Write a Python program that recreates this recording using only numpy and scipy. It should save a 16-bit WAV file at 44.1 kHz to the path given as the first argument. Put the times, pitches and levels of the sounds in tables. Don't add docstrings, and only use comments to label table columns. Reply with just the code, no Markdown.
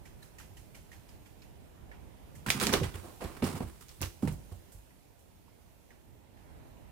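import sys
import numpy as np
from scipy import signal
from scipy.fft import rfft, irfft, next_fast_len
from scipy.io import wavfile
from scipy.ndimage import uniform_filter1d

SR = 44100
rng = np.random.default_rng(int(sys.argv[2]) if len(sys.argv) > 2 else 0)


def log_audio(samples):
    frames = np.atleast_2d(samples).T
    limited = np.clip(frames, -1, 1)
    pcm = np.round(limited * 32767).astype(np.int16)
    wavfile.write(sys.argv[1], SR, pcm)


N = 304731

# time in seconds, rumble level in dB, hiss level in dB.
BACKGROUND_LEVELS = [(0, -55.5, -70.5), (.6, -56.5, -68.5), (1.1, -56.5, -69), (1.9, -54.5, -72),
                     (2.4, -53.5, -69.5), (3.1, -55, -62.5), (3.75, -59.5, -65.5), (4.4, -56, -66),
                     (5.1, -61.5, -71.5), (5.9, -60.5, -71.5), (6.3, -58.5, -74), (6.5, -53.5, -71.5),
                     (6.91, -55.5, -72)]
# frequency in Hz, level in dB.
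BACKGROUND_TONE = [(12, -48.5), (20, -32), (38, -1.5), (86, -2), (124, -7.5), (361, -15), (479, -17.5),
                   (599, -18), (839, -21), (966, -21.5), (1110, -28), (2510, -30.5), (4790, -36.5),
                   (15200, -36), (16500, -72.5)]
# frequency in Hz, fade time in seconds (the time to drop by 60 dB).
ECHO_FADES = [(300, 0.59), (1000, 0.17), (4000, 0.41), (12000, 0.43)]
# frequency in Hz, likeness (1 means the same).
MIC_LIKENESS = [(60, 0.95), (130, 1), (290, 0.52), (640, 0.71), (1400, 0.192), (3000, 0.118),
                (15000, 0.036)]
# frequency in Hz, gain in dB.
LEFT_SHADE = [(6000, 0), (10000, 1.5), (13000, -18), (16000, -7.5)]
# start in seconds, level in dB, brightness in dB, ringing pitch in Hz.
TOY_FLICKS_AND_TAPS = [(.054, -46, -12, 2140), (.223, -46.5, -8, 1710), (.227, -53.5, -18, 3900),
                       (0.385, -39.5, -11, 2130), (.399, -47.5, -15, 1520), (0.569, -45.5, -10, 2720),
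                       (.747, -44.5, -12, 2660), (.75, -49.5, -10, 4720), (0.916, -44.5, -13.5, 1800),
                       (.929, -48, -12.5, 2150), (1.088, -48.5, -11.5, 4430), (1.258, -50.5, -12, 2700),
                       (1.419, -50.5, -13, 4530), (1.422, -62, -22, 2620), (1.914, -47.5, -17, 2020),
                       (1.931, -57, -21, 1790), (2.353, -46, -8, 1990), (4.72, -45.5, -2, 8900),
                       (4.906, -64, -22, 2110), (5.19, -55, -2.5, 9000), (5.479, -59, -15, 988),
                       (5.905, -52, -15.5, 2060), (5.915, -66, -17, 1760), (6.371, -57, -13, 1860),
                       (6.77, -63, -16, 2480)]
# frequency in Hz, level in dB.
STREAMER_TONE = [(530, -13.5), (900, -5.5), (1190, -10.5), (1720, -7), (3150, -6.5), (3600, -11),
                 (6310, -2.5), (13600, -5), (15900, -14), (16500, -23)]
# pitch in Hz, level in dB, fade time in seconds.
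FLOOR_NOTES = [(52, 1.5, 0.6), (71.2, 4, 0.2), (91.8, 6.5, 0.17), (129.6, -3.5, 0.17), (147.6, 4.5, 0.11),
               (200.6, 1.5, 0.1), (228.3, 0.5, 0.073), (255.6, 2.5, 0.067), (312.5, 0, 0.06),
               (386.6, -0.5, 0.11), (495, 2.5, 0.056), (515, -7.5, 0.029), (663, -7, 0.089),
               (706, -14, 0.075)]
# start in seconds, level in dB, pitch driven hardest in Hz, fade time factor.
PAW_LANDINGS = [(2.358, -44, 110, 0.84), (2.466, -29, 161, 1.5), (2.489, -29, 147, 0.42),
                (2.547, -30.5, 207, 2.8), (2.615, -30, 350, 1.9), (2.637, -27.5, 141, 0.13),
                (2.663, -28, 256, 2.4), (2.695, -32, 200, 2), (2.736, -20, 460, 0.61),
                (2.766, -32, 113, 0.73), (2.811, -24, 140, 0.82), (2.815, -26.5, 374, 1),
                (2.833, -27.5, 103, 0.71), (2.941, -36, 87.5, 1.2), (3.032, -48, 152, 0.64),
                (3.214, -35.5, 660, 2.4), (3.244, -32.5, 97, 0.5), (3.419, -28, 130, 1.8),
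                (3.426, -20, 262, 1.27), (3.49, -31.5, 259, 0.95), (3.534, -32.5, 149, 1.2),
                (3.605, -31, 240, 1.7), (3.631, -32.5, 93, .62), (3.686, -43, 70, 0.56),
                (4.008, -32.5, 114.5, 0.57), (4.03, -30, 87, 0.71), (4.23, -20.5, 214, 1.25),
                (4.249, -24.5, 157, 0.74), (4.276, -27, 148, 1.55), (4.308, -37, 70, 0.65),
                (4.422, -53, 75, 0.45), (4.517, -36, 89, 0.68), (4.746, -43.5, 71, 0.58)]
# start in seconds, rise time in seconds, level in dB,
# fade time in seconds, then the fizz and the drumming, each in dB above that level.
PAW_STROKES = [(2.461, 0.0037, -37, 0.28, -1, 0), (2.505, 0.039, -42.5, 1, -5, 3),
               (2.596, 0.019, -36.5, 0.4, 1, -0.5), (2.669, 0.0021, -51, 0.47, -4, 14),
               (2.712, 0.024, -31, 0.24, -14, 6), (2.82, 0.02, -40.5, 0.18, -2, 4),
               (2.938, 0.0066, -50.5, 0.58, 0, 4), (3.028, 0.013, -61.5, 0.51, 1, 17),
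               (3.202, 0.0084, -43.5, 0.62, -5, 7.5), (3.356, 0.011, -56, 0.19, -6, 2),
               (3.422, .003, -43.5, 0.38, -4, 8), (3.438, 0.013, -48, 1, 1.5, 5),
               (3.547, 0.0063, -46, 0.13, -9, 8.5), (3.602, 0.0038, -54, 0.15, -15, 20.5),
               (3.808, 0.0022, -56, 0.16, 5.5, -4), (3.88, 0.03, -65.5, 0.6, 6, -21),
               (4.004, 0.016, -42, 0.22, -8, 5), (4.221, 0.0037, -50.5, 0.32, 1.5, 13),
               (4.272, .004, -52.5, 0.21, 4.5, 10.5), (4.516, 0.0022, -66.5, 0.27, 8.5, 16.5),
               (4.718, .002, -69, 0.6, 4, -5)]
# frequency in Hz, level in dB.
MAT_TONE = [(590, -15.5), (1000, -10), (1490, -8.5), (2080, -11.5), (2320, -12), (4500, -23), (5850, -30),
            (9900, -120)]
FIZZ_TONE = [(1760, -23.5), (3000, -5), (5270, -11), (8500, -3.5), (14900, -12.5), (16200, -5),
             (16500, -51)]
HOLLOW_TONE = [(150, -6), (250, -7), (339, -3.5), (456, -5.5), (666, -9.5), (713, -5.5), (1040, -12),
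               (1300, -25), (1690, -50), (2860, -120)]
# start in seconds, level in dB, brightness in dB, left minus right in dB,
# ringing pitch in Hz.
CLAW_STRIKES = [(2.462, -26.5, -20, -7, 1350), (2.486, -18.5, -8, -10, 1600), (2.493, -21, 11, -8, 1280),
                (2.503, -2, -3.5, -4, 2420), (2.6, -13, -3.5, -6, 3400), (2.613, -16.5, -6, -11.5, 1400),
                (2.637, -10, -3.5, -3, 1380), (2.669, -8.5, -3, -5, 6600), (2.693, -19.5, -12, -6, 1550),
                (2.727, -19, -11, -3, 5700), (2.732, -14.5, 6, -11, 6900), (2.7381, -5.5, -5, -5, 3456),
                (2.834, -23.5, -8.5, -13, 1490), (2.941, -34, -21, -7, 2980), (3.21, -52, -26, -4, 1310),
                (3.217, -46, -5, -6, 1500), (3.24, -31, -5, -6, 11100), (3.4234, -23.5, -14.5, -10.5, 1290),
                (3.442, -20, -2, -7, 1292), (3.489, -28.5, -5, -3, 1240), (3.555, -32, 3, -4, 1290),
                (3.605, -46, -18, -12, 1610), (3.809, -47, 3, -13, 1650), (3.884, -40, -2.2, -9, 6600),
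                (3.892, -35.5, -0.5, -1, 5400), (4.007, -35, -7, -11, 2180), (4.016, -21.5, 9, -13, 1530),
                (4.022, -17.5, 3, 1, 6100), (4.029, -23, -5.5, -12, 2800), (4.049, -27.5, -0.5, -4, 4600),
                (4.058, -30, -1.5, 3, 6550), (4.275, -30, -13.5, -7, 1700), (4.325, -32, 8, -2, 7900),
                (4.514, -54, -22, -6, 1200)]
# frequency in Hz, level in dB.
CLAW_TONE = [(290, -15), (500, -3), (924, -6), (2290, 1), (5120, -6.5), (6380, -11), (7600, -15.5),
             (8670, -17), (15300, -21.5), (16500, -37.5)]

RIGHT_MIC_DB, TOP_HZ = 5.0, 16000
USUAL_LEVEL_DB, USUAL_BRIGHT_DB, USUAL_RUMBLE_DB = -20, -10, -58


def amp(db):
    return 10 ** (np.asarray(db) / 20)


def evened(x):
    return x / np.sqrt(np.mean(x ** 2) + 1e-20)


def read(table, hz):
    row_hz, value = np.transpose(table)
    return np.interp(np.log(hz + 1), np.log(row_hz + 1), value)


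def add(mix, start, sound):
    part = mix[:, round(start * SR):][:, :sound.shape[1]]
    part += sound[:, :part.shape[1]]


def colour(x, db_at):
    log_gain = np.log(amp(np.maximum(db_at(abs(np.fft.fftfreq(4096, 1 / SR))), -100)))
    taps = np.fft.ifft(np.exp(np.conj(signal.hilbert(log_gain)))).real[:2048]
    return signal.oaconvolve(x, taps[None] / np.linalg.norm(taps), axes=1)[:, :x.shape[1]]


def two_mics(noises):
    left, other = rfft(noises)
    likeness = read(MIC_LIKENESS, np.fft.rfftfreq(noises.shape[1], 1 / SR))
    right = likeness * left + np.sqrt(1 - likeness ** 2) * other
    return irfft(np.array([left, right]), noises.shape[1])


def background():
    frames, hz = N // 512 + 5, np.fft.rfftfreq(2048, 1 / SR)
    a, b, c, d, patches = rng.standard_normal((frames, 1025, 5)).T
    noise = np.array([a + 1j * b, c + 1j * d])
    patches = evened(uniform_filter1d(uniform_filter1d(patches, 20, 0), 8, 1))
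    times, rumble_db, hiss_db = np.transpose(BACKGROUND_LEVELS)
    murmur_db = -65 + 0.85 * (rumble_db - USUAL_RUMBLE_DB)
    low, high = 1 / (1 + (hz / 250) ** 4), 1 / (1 + (3300 / (hz + 1)) ** 4)
    tone, strength = amp(read(BACKGROUND_TONE, hz)), 0
    for band, db in (low, rumble_db), (1 - low - high, murmur_db), (high, hiss_db):
        swell = amp(np.interp(np.arange(frames) * 512 / SR, times, db))
        strength += np.outer(tone * band / np.linalg.norm(tone * band), swell)
    spectra = noise * strength * amp(1.16 * patches + 2.5)
    return signal.istft(spectra, nperseg=2048, noverlap=1536)[1][:, :N]


def wall_echo(x):
    echoes = np.zeros((2, SR // 2))
    delays = np.arange(200, SR // 2 - 20, 20) + rng.integers(0, 20, (2, (SR // 2 - 201) // 20))
    np.put_along_axis(echoes, delays, rng.choice([-1., 1.], delays.shape), 1)
    hz, t, spectra = signal.stft(echoes, SR, nperseg=256)
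    fade = amp(-60 * t / read(ECHO_FADES, hz)[:, None])
    tail = signal.istft(spectra * fade, SR, nperseg=256)[1]
    return signal.fftconvolve(x, tail / np.linalg.norm(tail[0]), axes=1)[:, :N]


def snap(tone, db, bright_db, pan_db, ring_hz, ring_db, ring_s, rattle_db, rattle_s, rise_s):
    t = np.arange(SR // 4) / SR
    onset = 1 - np.exp(-t / rise_s)
    grit = rng.standard_normal((2, len(t))) * amp(2.4 * np.minimum(rng.exponential(1, len(t)), 4))
    clicks = two_mics(evened(grit)) * amp(rattle_db - 60 * t / rattle_s) * onset
    clicks[[0, 1], rng.integers(0, 8, 2)] += 1
    clicks += 0.28 * rng.standard_normal((2, len(t))) * amp(-60 * t / 0.0038)
    tilt_db = 1.51 * (bright_db + 8.0)
    sound = colour(clicks, lambda hz: read(tone, hz) + tilt_db * np.tanh(np.log2((hz + 1) / 4500)))
    close_hz = ring_hz * (1 + 0.101 * rng.standard_normal((4, 1, 1)))
    ring = np.sin(2 * np.pi * (close_hz * t + rng.random((4, 2, 1)))).sum(0) / 2
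    sound += amp(ring_db - 60 * t / ring_s) * ring * onset
    return amp(db) * sound * amp(np.array([[1], [-1]]) * (pan_db + RIGHT_MIC_DB) / 2)


def toy_flick_or_tap(db, bright_db, ring_hz):
    ring_db = -5 - (bright_db - USUAL_BRIGHT_DB)
    return snap(STREAMER_TONE, db, bright_db, pan_db=-5.5, ring_hz=ring_hz, ring_db=ring_db,
                ring_s=0.046, rattle_db=-11.5, rattle_s=0.29, rise_s=0.0013)


def paw_thud(db, hz, fade_factor, focus_db=19.5, swing_cycles=0.4):
    t = np.arange(SR // 3) / SR
    note_hz, note_db, fade_s = np.transpose(FLOOR_NOTES)[:, :, None]
    uneven, detune, spread = rng.standard_normal((len(FLOOR_NOTES), 3)).T[:, :, None]
    struck_db = note_db - focus_db * np.log2(note_hz / hz) ** 2 + 1.5 * uneven
    onset = (1 - np.exp(-t * note_hz / swing_cycles)) ** 2
    swing = onset * amp(struck_db - 60 * t / (fade_s * fade_factor))
    phase = 2 * np.pi * note_hz * (1 + 0.028 * detune) * t
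    boards = np.array([(swing * np.sin(phase + side * 0.082 * spread)).sum(0) for side in (-1, 1)])
    bass_cut = signal.butter(2, 0.39 * hz, "high", fs=SR, output="sos")
    boards = signal.sosfilt(bass_cut, boards)
    return amp(db) * boards / abs(boards).max()


def claw_scrabble():
    clumps = amp(2.04 * evened(uniform_filter1d(rng.standard_normal(N), 300)))
    noise = rng.standard_normal((2, N))
    tug_sizes = amp(2.45 * np.minimum(rng.exponential(1, N), 3))
    caught = rng.random(N) < 2500 / SR
    grains = noise * (0.59 + tug_sizes * caught) * clumps
    scrape = two_mics(np.pad(grains, ((0, 0), (0, next_fast_len(N) - N))))[:, :N]
    layers = [evened(colour(scrape, lambda hz: read(tone, hz)))
              for tone in (MAT_TONE, FIZZ_TONE, HOLLOW_TONE)]
    fade_factors = np.array([[1], [0.92], [0.83]])
    t, levels = np.arange(SR // 2) / SR, np.zeros((3, N))
    for start, rise_s, db, fade_s, fizz_db, drum_db in PAW_STROKES:
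        onset = np.minimum(t / rise_s, 1) ** 2
        fall_db = -60 * np.maximum(t - rise_s, 0) / (fade_s * fade_factors)
        add(levels, start, onset * amp(db + np.array([[0], [fizz_db], [drum_db]]) + fall_db))
    return sum(level * layer for level, layer in zip(levels, layers)) / np.sqrt(2)


def claw_strike(db, bright_db, pan_db, ring_hz):
    brighter_db = bright_db - USUAL_BRIGHT_DB
    rattle_db = -20 - 0.17 * (db - USUAL_LEVEL_DB) - 0.22 * brighter_db
    return snap(CLAW_TONE, db, bright_db, pan_db, ring_hz, ring_db=-6 - 0.45 * brighter_db,
                ring_s=0.012, rattle_db=rattle_db, rattle_s=0.14, rise_s=0.0005)


def scene():
    floor, near = np.zeros((2, N)), claw_scrabble()
    for start, *landing in PAW_LANDINGS:
        add(floor, start, paw_thud(*landing))
    for start, *strike in CLAW_STRIKES:
        add(near, start, claw_strike(*strike))
    for start, *move in TOY_FLICKS_AND_TAPS:
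        add(near, start, toy_flick_or_tap(*move))
    size = next_fast_len(N)
    shade = amp(read(LEFT_SHADE, np.fft.rfftfreq(size, 1 / SR)))
    near[0] = irfft(rfft(near[0], size) * shade, size)[:N]
    return floor + near + amp(-10.5) * wall_echo(near) + amp(-16.0) * wall_echo(floor) + background()


def record(dry):
    sound = dry * amp([[-RIGHT_MIC_DB / 2], [RIGHT_MIC_DB / 2]])
    sound = signal.sosfilt(signal.butter(2, 32.0, "high", fs=SR, output="sos"), sound)
    treble_cut = signal.firwin(511, TOP_HZ, window=("kaiser", 9), fs=SR)
    return signal.oaconvolve(sound, treble_cut[None], "same")


dry = scene()
out = record(dry)
log_audio(out)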